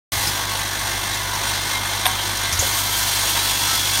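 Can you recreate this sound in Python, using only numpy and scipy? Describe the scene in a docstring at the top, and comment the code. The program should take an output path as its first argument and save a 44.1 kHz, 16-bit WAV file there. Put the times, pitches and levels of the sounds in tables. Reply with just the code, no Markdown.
"""In a workshop, a machine fills and caps bottles. Its cap feeder, in forced vibration at the mains
rate, hums and keeps caps chattering in a steel bowl whose modes ring and sometimes squeal. Knocks
sound over a low rumble, and an air jet fades after an early valve exhaust. A glass bottle clacks
against its neighbour, then two pneumatic valves fire, a cylinder knocks home and the jet blows on."""
import sys
import numpy as np
from scipy import signal
from scipy.fft import rfft, irfft
from scipy.io import wavfile

SR = 44100
rng = np.random.default_rng(int(sys.argv[2]) if len(sys.argv) > 2 else 0)


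def wav_record(signal):
    """Record a signal, one row per channel, as 16-bit PCM in the file named by sys.argv[1]."""
    frames = np.transpose(np.atleast_2d(signal))
    bounded = np.clip(frames, -1, 1)
    # unit amplitude maps onto the largest positive 16-bit level
    quanta = np.round(bounded * 32767).astype(np.int16)
    wavfile.write(sys.argv[1], SR, quanta)


N = 176400
TIME = np.arange(N) / SR
BURST = SR // 2  # samples in one transient


def amp(db):
    """Amplitude ratio of a level in decibels."""
    return 10 ** (np.asarray(db) / 20)

def unit_rms(x):
    """Normalisation to an rms of 1."""
    return x / np.sqrt(np.mean(x ** 2) + 1e-20)

def envelope(points):
    """Gain interpolated between (seconds, dB) points."""
    return amp(np.interp(TIME, *np.transpose(points)))

def add(mix, start_s, sound):
    """Superposition of a sound on the mix, in place."""
    part = mix[round(start_s * SR):][:len(sound)]
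    part += sound[:len(part)]

def coloured(x, spectrum):
    """Spectral shaping by (Hz, dB) points, at rms 1."""
    points_hz, db = np.transpose(spectrum)
    hz = np.fft.rfftfreq(len(x), 1 / SR)
    gain = amp(np.interp(np.log(hz + 1), np.log(points_hz), db))
    return unit_rms(irfft(rfft(x) * gain, len(x)))

def drift(rate_hz):
    """Random fluctuation of rms 1, mostly slower than rate_hz."""
    hz = np.fft.rfftfreq(N, 1 / SR)
    return unit_rms(irfft(rfft(rng.standard_normal(N)) * (hz > 1) / (1 + (hz / rate_hz) ** 2), N))

def decay(t60):
    """Exponential decay, by 60 dB in t60 seconds."""
    return np.exp(-np.log(1000) * TIME[:BURST] / t60)

def attack(rise_s):
    """Linear onset of a transient."""
    return np.minimum(TIME[:BURST] / rise_s, 1)

def ring(modes):
    """Free vibration: a damped sinusoid for each (Hz, dB, t60) mode."""
    return sum(amp(db) * decay(t60) * np.sin(2 * np.pi * hz * TIME[:BURST]) for hz, db, t60 in modes)

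def noise_band(centre_hz, half_width_hz):
    """Response of one resonance to noise, at rms 1."""
    detuning = (np.fft.rfftfreq(BURST, 1 / SR) - centre_hz) / half_width_hz
    return unit_rms(irfft(rfft(rng.standard_normal(BURST)) / (1 + detuning ** 2), BURST))

def reverberate(x, wet_db, t60):
    """Reverberation: scattered reflections add a decaying tail."""
    echoes = rng.standard_normal(BURST) * (rng.random(BURST) < 2000 / SR) * decay(t60)
    return x + amp(wet_db) * signal.fftconvolve(x, echoes / np.linalg.norm(echoes))[:N]


MAINS_HZ = 50
# Harmonics of the feeder's magnet. Each row: multiple of the mains frequency, level in dB.
HUM_HARMONICS = [(1, -39), (2, -36), (3, -59), (4, -51), (6, -54)]

def hum(waver_db=0.2):
    """Forced vibration: the magnet shakes the feeder at the mains frequency and its multiples."""
    out = np.zeros(N)
    for harmonic, db in HUM_HARMONICS:
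        gain = amp(db + waver_db * drift(11))
        out += gain * np.sin(2 * np.pi * (harmonic * MAINS_HZ * TIME + rng.random()))
    return np.sqrt(2) * out

def landings(per_s, spread_db, depth=.7, peak_s=.0154):
    """Modulated Poisson process: caps land at random, most often peak_s into each mains cycle."""
    bunching = 1 + depth * np.cos(2 * np.pi * MAINS_HZ * (TIME - peak_s))
    strength = amp(spread_db * np.clip(rng.standard_normal(N), -2, 2)) * rng.choice([-1, 1], N)
    return strength * (rng.random(N) < bunching * per_s / SR)


# Spectrum of the colliding caps. Each row: frequency in Hz, relative spectral density in dB.
CHATTER_SPECTRUM = [(260, -40), (450, -7.5), (580, -9.5), (750, -4), (980, -1.5), (1290, -6), (1600, -3),
                    (2070, -6.5), (2500, -9), (2800, -10), (3200, -6), (3950, -5.5), (4700, -8),
                    (5200, -11), (5500, -5.5), (6300, -9), (7000, -9.5), (7700, -19), (8300, -8),
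                    (9000, -11.5), (9800, -12), (10400, -18.5), (11100, -16), (13200, -17), (14300, -18),
                    (15500, -20.5)]
# Course of the chatter below and above the crossover. Each row: time in seconds, gain in dB.
CHATTER_MIDRANGE = [(.13, -0.5), (.45, 0), (1.3, -1), (2.0, -1), (2.8, -2.5), (3.4, -1.5), (4, -4.5)]
CHATTER_TREBLE = [(.13, 2), (.5, 1), (1.3, 0.5), (1.56, 1.5), (2.0, 0.5), (2.45, 2), (2.85, -0.5),
                  (3.15, 4), (3.4, 4.5), (4, 7)]

def chatter(level_db=-26, surge_db=0.94, crossover_hz=2320):
    """Impact noise: caps tick against one another; the treble opens up as the microphone moves."""
    ticks = reverberate(landings(per_s=7000, spread_db=2.5), wet_db=-2, t60=0.13)
    rattle = amp(level_db + surge_db * drift(10)) * coloured(ticks, CHATTER_SPECTRUM)
    low = signal.sosfiltfilt(signal.butter(2, crossover_hz, fs=SR, output="sos"), rattle)
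    return low * envelope(CHATTER_MIDRANGE) + (rattle - low) * envelope(CHATTER_TREBLE)


POSITION_TIMES_S = (0.87, 1.96, 3.35)  # the microphone passes three positions
# Modes of the steel bowl. Each row: frequency in Hz, then relative level in dB at each position.
BOWL_MODES = [(797, -52, -51, -47), (926, -46, -48, -41), (1001, -42, -41, -41), (1099, -45, -46, -46),
              (1160, -48, -47, -48), (1227, -48, -46, -48), (1319, -50, -45, -41), (1443, -47, -46, -44),
              (1587, -43, -41, -39), (1740, -49, -49, -47), (1875, -46, -51, -46), (1992, -43, -44, -46),
              (2117, -40, -40, -40), (2239, -48, -46, -44), (2336, -53, -47, -46), (2692, -52, -52, -41),
              (2944, -45, -47, -42), (3117, -54, -44, -44), (3170, -47, -42, -41), (3230, -52, -52, -42),
              (3386, -44, -45, -36), (3489, -45, -43, -45), (3580, -48, -43, -43), (3886, -42, -40.5, -41),
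              (4060, -47, -45, -39), (4240, -53, -52, -43), (4474, -53, -50, -41), (4720, -53, -53, -44),
              (4900, -58, -52, -43), (5545, -49, -47, -39), (5895, -46, -50, -46), (6309, -48, -46, -44),
              (6826, -54, -51, -45), (8500, -55, -52, -44)]

def bowl(gain_db=1, t60_at_1khz=0.37, damping_power=0.69, swing_limit=3.4, wander_hz=3):
    """Modal resonance: landing caps excite the bowl, but also limit its swing and nudge its pitch."""
    hits = landings(per_s=500, spread_db=3)
    out = np.zeros(N)
    for hz, *levels_db in BOWL_MODES:
        t60 = t60_at_1khz * (hz / 1000) ** -damping_power  # higher modes die sooner
        response = signal.oaconvolve(hits, ring([(hz, 0, t60)]))[:N]
        swing = signal.hilbert(unit_rms(response))
        limited = swing / np.hypot(swing_limit, abs(swing))
        bend = np.exp(2j * np.pi * np.cumsum(wander_hz * drift(14)) / SR)
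        out += unit_rms((bend * limited).real) * amp(np.interp(TIME, POSITION_TIMES_S, levels_db))
    return amp(gain_db) * out


# Spectrum of the workshop's rumble. Each row: frequency in Hz, relative spectral density in dB.
RUMBLE_SPECTRUM = [(20, -26), (45, 0), (80, -3), (125, 0), (190, -6), (260, -4), (350, -0.5), (460, -13),
                   (700, -1), (1500, -17.5), (5000, -55)]

def rumble(level_db=-36.5):
    """Stationary noise: the workshop's background, strongest at low frequencies."""
    return amp(level_db) * coloured(rng.standard_normal(N), RUMBLE_SPECTRUM)


# Spectrum of the air jet. Each row: frequency in Hz, relative spectral density in dB.
JET_SPECTRUM = [(300, -39), (1200, -10.5), (2300, -4.5), (3300, 1.5), (4400, 2), (5000, -1), (5550, -0.5),
                (6300, 2.5), (7700, -2.5), (8500, 1), (9400, -2), (10400, -3.5), (11200, -2), (13500, -2),
                (15500, -4.5)]
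# Course of the jet's hiss. Each row: time in seconds, level in dB.
JET_LEVELS = [(.12, -25.5), (.27, -25.5), (.36, -31), (.5, -35.5), (2.575, -35), (2.6, -24), (2.9, -23.5),
              (3.4, -24.5), (4, -28.5)]

def air_jet(flutter_db=1.2):
    """Turbulence: compressed air hisses, dies down early on and opens again with the last valve."""
    air = reverberate(rng.standard_normal(N), wet_db=-15.5, t60=0.089)
    return coloured(air, JET_SPECTRUM) * envelope(JET_LEVELS) * amp(flutter_db * drift(29))


# Knocks in the machinery. Each row: start in seconds, level in dB, centre in Hz, half-width in Hz,
# t60 in seconds.
MACHINE_KNOCKS = [(0.167, -24, 66, 24, 0.23), (0.275, -24.5, 230, 140, 0.061),
                  (1.142, -19, 5600, 4500, 0.051), (1.535, -26, 4200, 2300, 0.6),
                  (2.185, -25, 3120, 210, 0.26), (2.444, -28, 3850, 770, .2), (3.36, -23, 940, 66, 0.23),
                  (3.363, -24, 1800, 760, 0.19)]

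def knocks(rise_s=0.0036):
    """Damped resonance: each knock is a decaying burst of noise in one band."""
    out = np.zeros(N)
    for start_s, db, hz, half_width, t60 in MACHINE_KNOCKS:
        add(out, start_s, amp(db) * noise_band(hz, half_width) * decay(t60) * attack(rise_s))
    return out


# Spectrum of a valve's spit. Each row: frequency in Hz, relative spectral density in dB.
SPIT_SPECTRUM = [(300, -12), (1200, -1), (2500, 5), (3500, -5), (6500, 1), (8000, -5), (9700, 4),
                 (15000, -11)]
# Valve exhausts. Each row: start in seconds, spit level in dB, band level in dB, band centre in Hz,
# band half-width in Hz, band t60 in seconds, thump level in dB, thump frequency in Hz.
# The first row's band is a brief ringing scrape near 5100 Hz that sounds with the first valve.
VALVE_EXHAUSTS = [(.272, -25, -22, 5100, 180, .12, -23, 150),
                  (2.5245, -20.5, -20, 5900, 1000, .13, -19, 85),
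                  (2.5912, -25, -17.5, 6750, 560, .18, -17, 88)]

def valves(spit_t60=.11, thump_t60=.14, rise_s=0.0016):
    """Sudden pressure release: each valve spits and thumps; a high band of noise sounds with it."""
    out = np.zeros(N)
    for start_s, spit_db, band_db, band_hz, half_width, band_t60, thump_db, thump_hz in VALVE_EXHAUSTS:
        spit = amp(spit_db) * coloured(rng.standard_normal(BURST), SPIT_SPECTRUM) * decay(spit_t60)
        band = amp(band_db) * noise_band(band_hz, half_width) * decay(band_t60)
        thump = ring([(thump_hz, thump_db, thump_t60)])
        add(out, start_s, (spit + band + thump) * attack(rise_s))
    return out


# Squeals of the bowl. Each row: peak time in seconds, length in seconds, frequency in Hz,
# relative level in dB.
BOWL_SQUEALS = [(.66, .06, 2117, -36), (.87, .14, 2117, -39), (1.14, .04, 3886, -35),
                (1.315, .16, 1001, -32.5), (1.5, .14, 3886, -39), (1.755, .1, 2112, -33),
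                (1.755, .08, 3886, -35), (1.93, .045, 3886, -34), (2.46, .06, 3886, -34.5),
                (2.51, .08, 1992, -35.5), (2.935, .05, 3170, -32), (2.98, .3, 1001, -37),
                (3.4, .05, 3886, -32), (3.553, .045, 3386, -29.5), (3.64, .06, 3386, -33),
                (3.75, .16, 1319, -36), (3.81, .14, 3386, -29.5), (3.955, .05, 3386, -29.5)]

def squeals(gain_db=1.5, wander_hz=5, roughness=0.28):
    """Amplitude and frequency modulation: one bowl mode swells above the rest, rough and wavering."""
    out = np.zeros(N)
    for peak_s, length_s, hz, db in BOWL_SQUEALS:
        cycles = np.cumsum(hz + wander_hz * drift(25)) / SR
        swell = np.exp(-(2 * (TIME - peak_s) / length_s) ** 2)
        out += amp(db) * swell * np.sin(2 * np.pi * cycles)
    return np.sqrt(2) * amp(gain_db) * out * (1 + roughness * drift(2 * MAINS_HZ))


# Spectrum of glass striking glass. 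Each row: frequency in Hz, relative spectral density in dB.
CLACK_SPECTRUM = [(200, -36), (550, -33), (780, 2), (1000, 0), (1400, -0.5), (2500, -1), (3600, 9.5),
                  (4000, -11), (4500, -7), (5800, -5), (7500, -21), (15000, -28)]
# Modes of the bottle's hollow body, its glass and the guide rail it shakes.
# Each row: frequency in Hz, relative level in dB, t60 in seconds.
BODY_MODES = [(790, -3, .026), (990, 0, .022), (1620, -4, .014), (1980, -4, .012), (2420, -6, .01),
              (3700, -3, .016)]
GLASS_MODES = [(8506, -4, 0.15), (9220, -0.5, 0.2), (10760, 0, .04), (12400, -1.5, 0.083),
               (13230, -6, .035)]
RAIL_MODES = [(757, -26.5, 0.6), (940, -25.5, 0.3), (3130, -33, .07)]
# Contacts between the bottles. Each row: start in seconds, clack level in dB, clack t60 in seconds,
# body gain in dB, glass gain in dB.
BOTTLE_CONTACTS = [(2.0556, -11, .016, -20, -24), (2.0585, -13, .02, -12, -28),
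                   (2.0652, -8.5, .012, -15, -19)]

def bottle(cutoff_hz=670):
    """Impulsive excitation: a bouncing bottle clacks and sets its body, its glass and the rail ringing."""
    clacks, rings = np.zeros(N), np.zeros(N)
    for start_s, clack_db, clack_t60, body_db, glass_db in BOTTLE_CONTACTS:
        add(clacks, start_s, amp(clack_db) * rng.standard_normal(BURST) * decay(clack_t60))
        add(rings, start_s, amp(body_db) * ring(BODY_MODES) + amp(glass_db) * ring(GLASS_MODES))
    add(rings, BOTTLE_CONTACTS[-1][0], ring(RAIL_MODES))
    # A steep high-pass keeps the ringing bright and free of low thud.
    high_pass = signal.butter(6, cutoff_hz, "high", fs=SR, output="sos")
    return np.std(clacks) * coloured(clacks, CLACK_SPECTRUM) + signal.sosfilt(high_pass, rings)


# Modes of the machine's frame. Each row: frequency in Hz, relative level in dB, t60 in seconds.
FRAME_MODES = [(493, -3, 0.06), (544, 1.5, 0.1), (620, -11, 0.066), (707, -4, .1)]

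def cylinder(start_s=2.624, gain_db=-23, rise_s=0.0016):
    """Free vibration after impact: the cylinder hits its stop and the frame rings."""
    out = np.zeros(N)
    add(out, start_s, amp(gain_db) * ring(FRAME_MODES) * attack(rise_s))
    return out


def scene():
    """Superposition: all sources add at one microphone, the same in both channels."""
    sustained = rumble() + hum() + chatter() + bowl() + squeals() + air_jet()
    transients = bottle() + valves() + cylinder() + knocks()
    mix = sustained + reverberate(transients, wet_db=-17.5, t60=0.22)
    return np.array([mix, mix])

def record(dry, low_cut_hz=35, silence_s=.12, high_cut_hz=15780):
    """Band limiting: a gentle low cut and a steep high cut; the sound enters after a brief silence."""
    high_pass = signal.butter(2, low_cut_hz, "high", fs=SR, output="sos")
    low_pass = signal.firwin(511, high_cut_hz, window=("kaiser", 9), fs=SR)
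    gated = signal.sosfilt(high_pass, dry) * (TIME >= silence_s)
    return signal.oaconvolve(gated, low_pass[None], "same")


dry = scene()
out = record(dry)
wav_record(out)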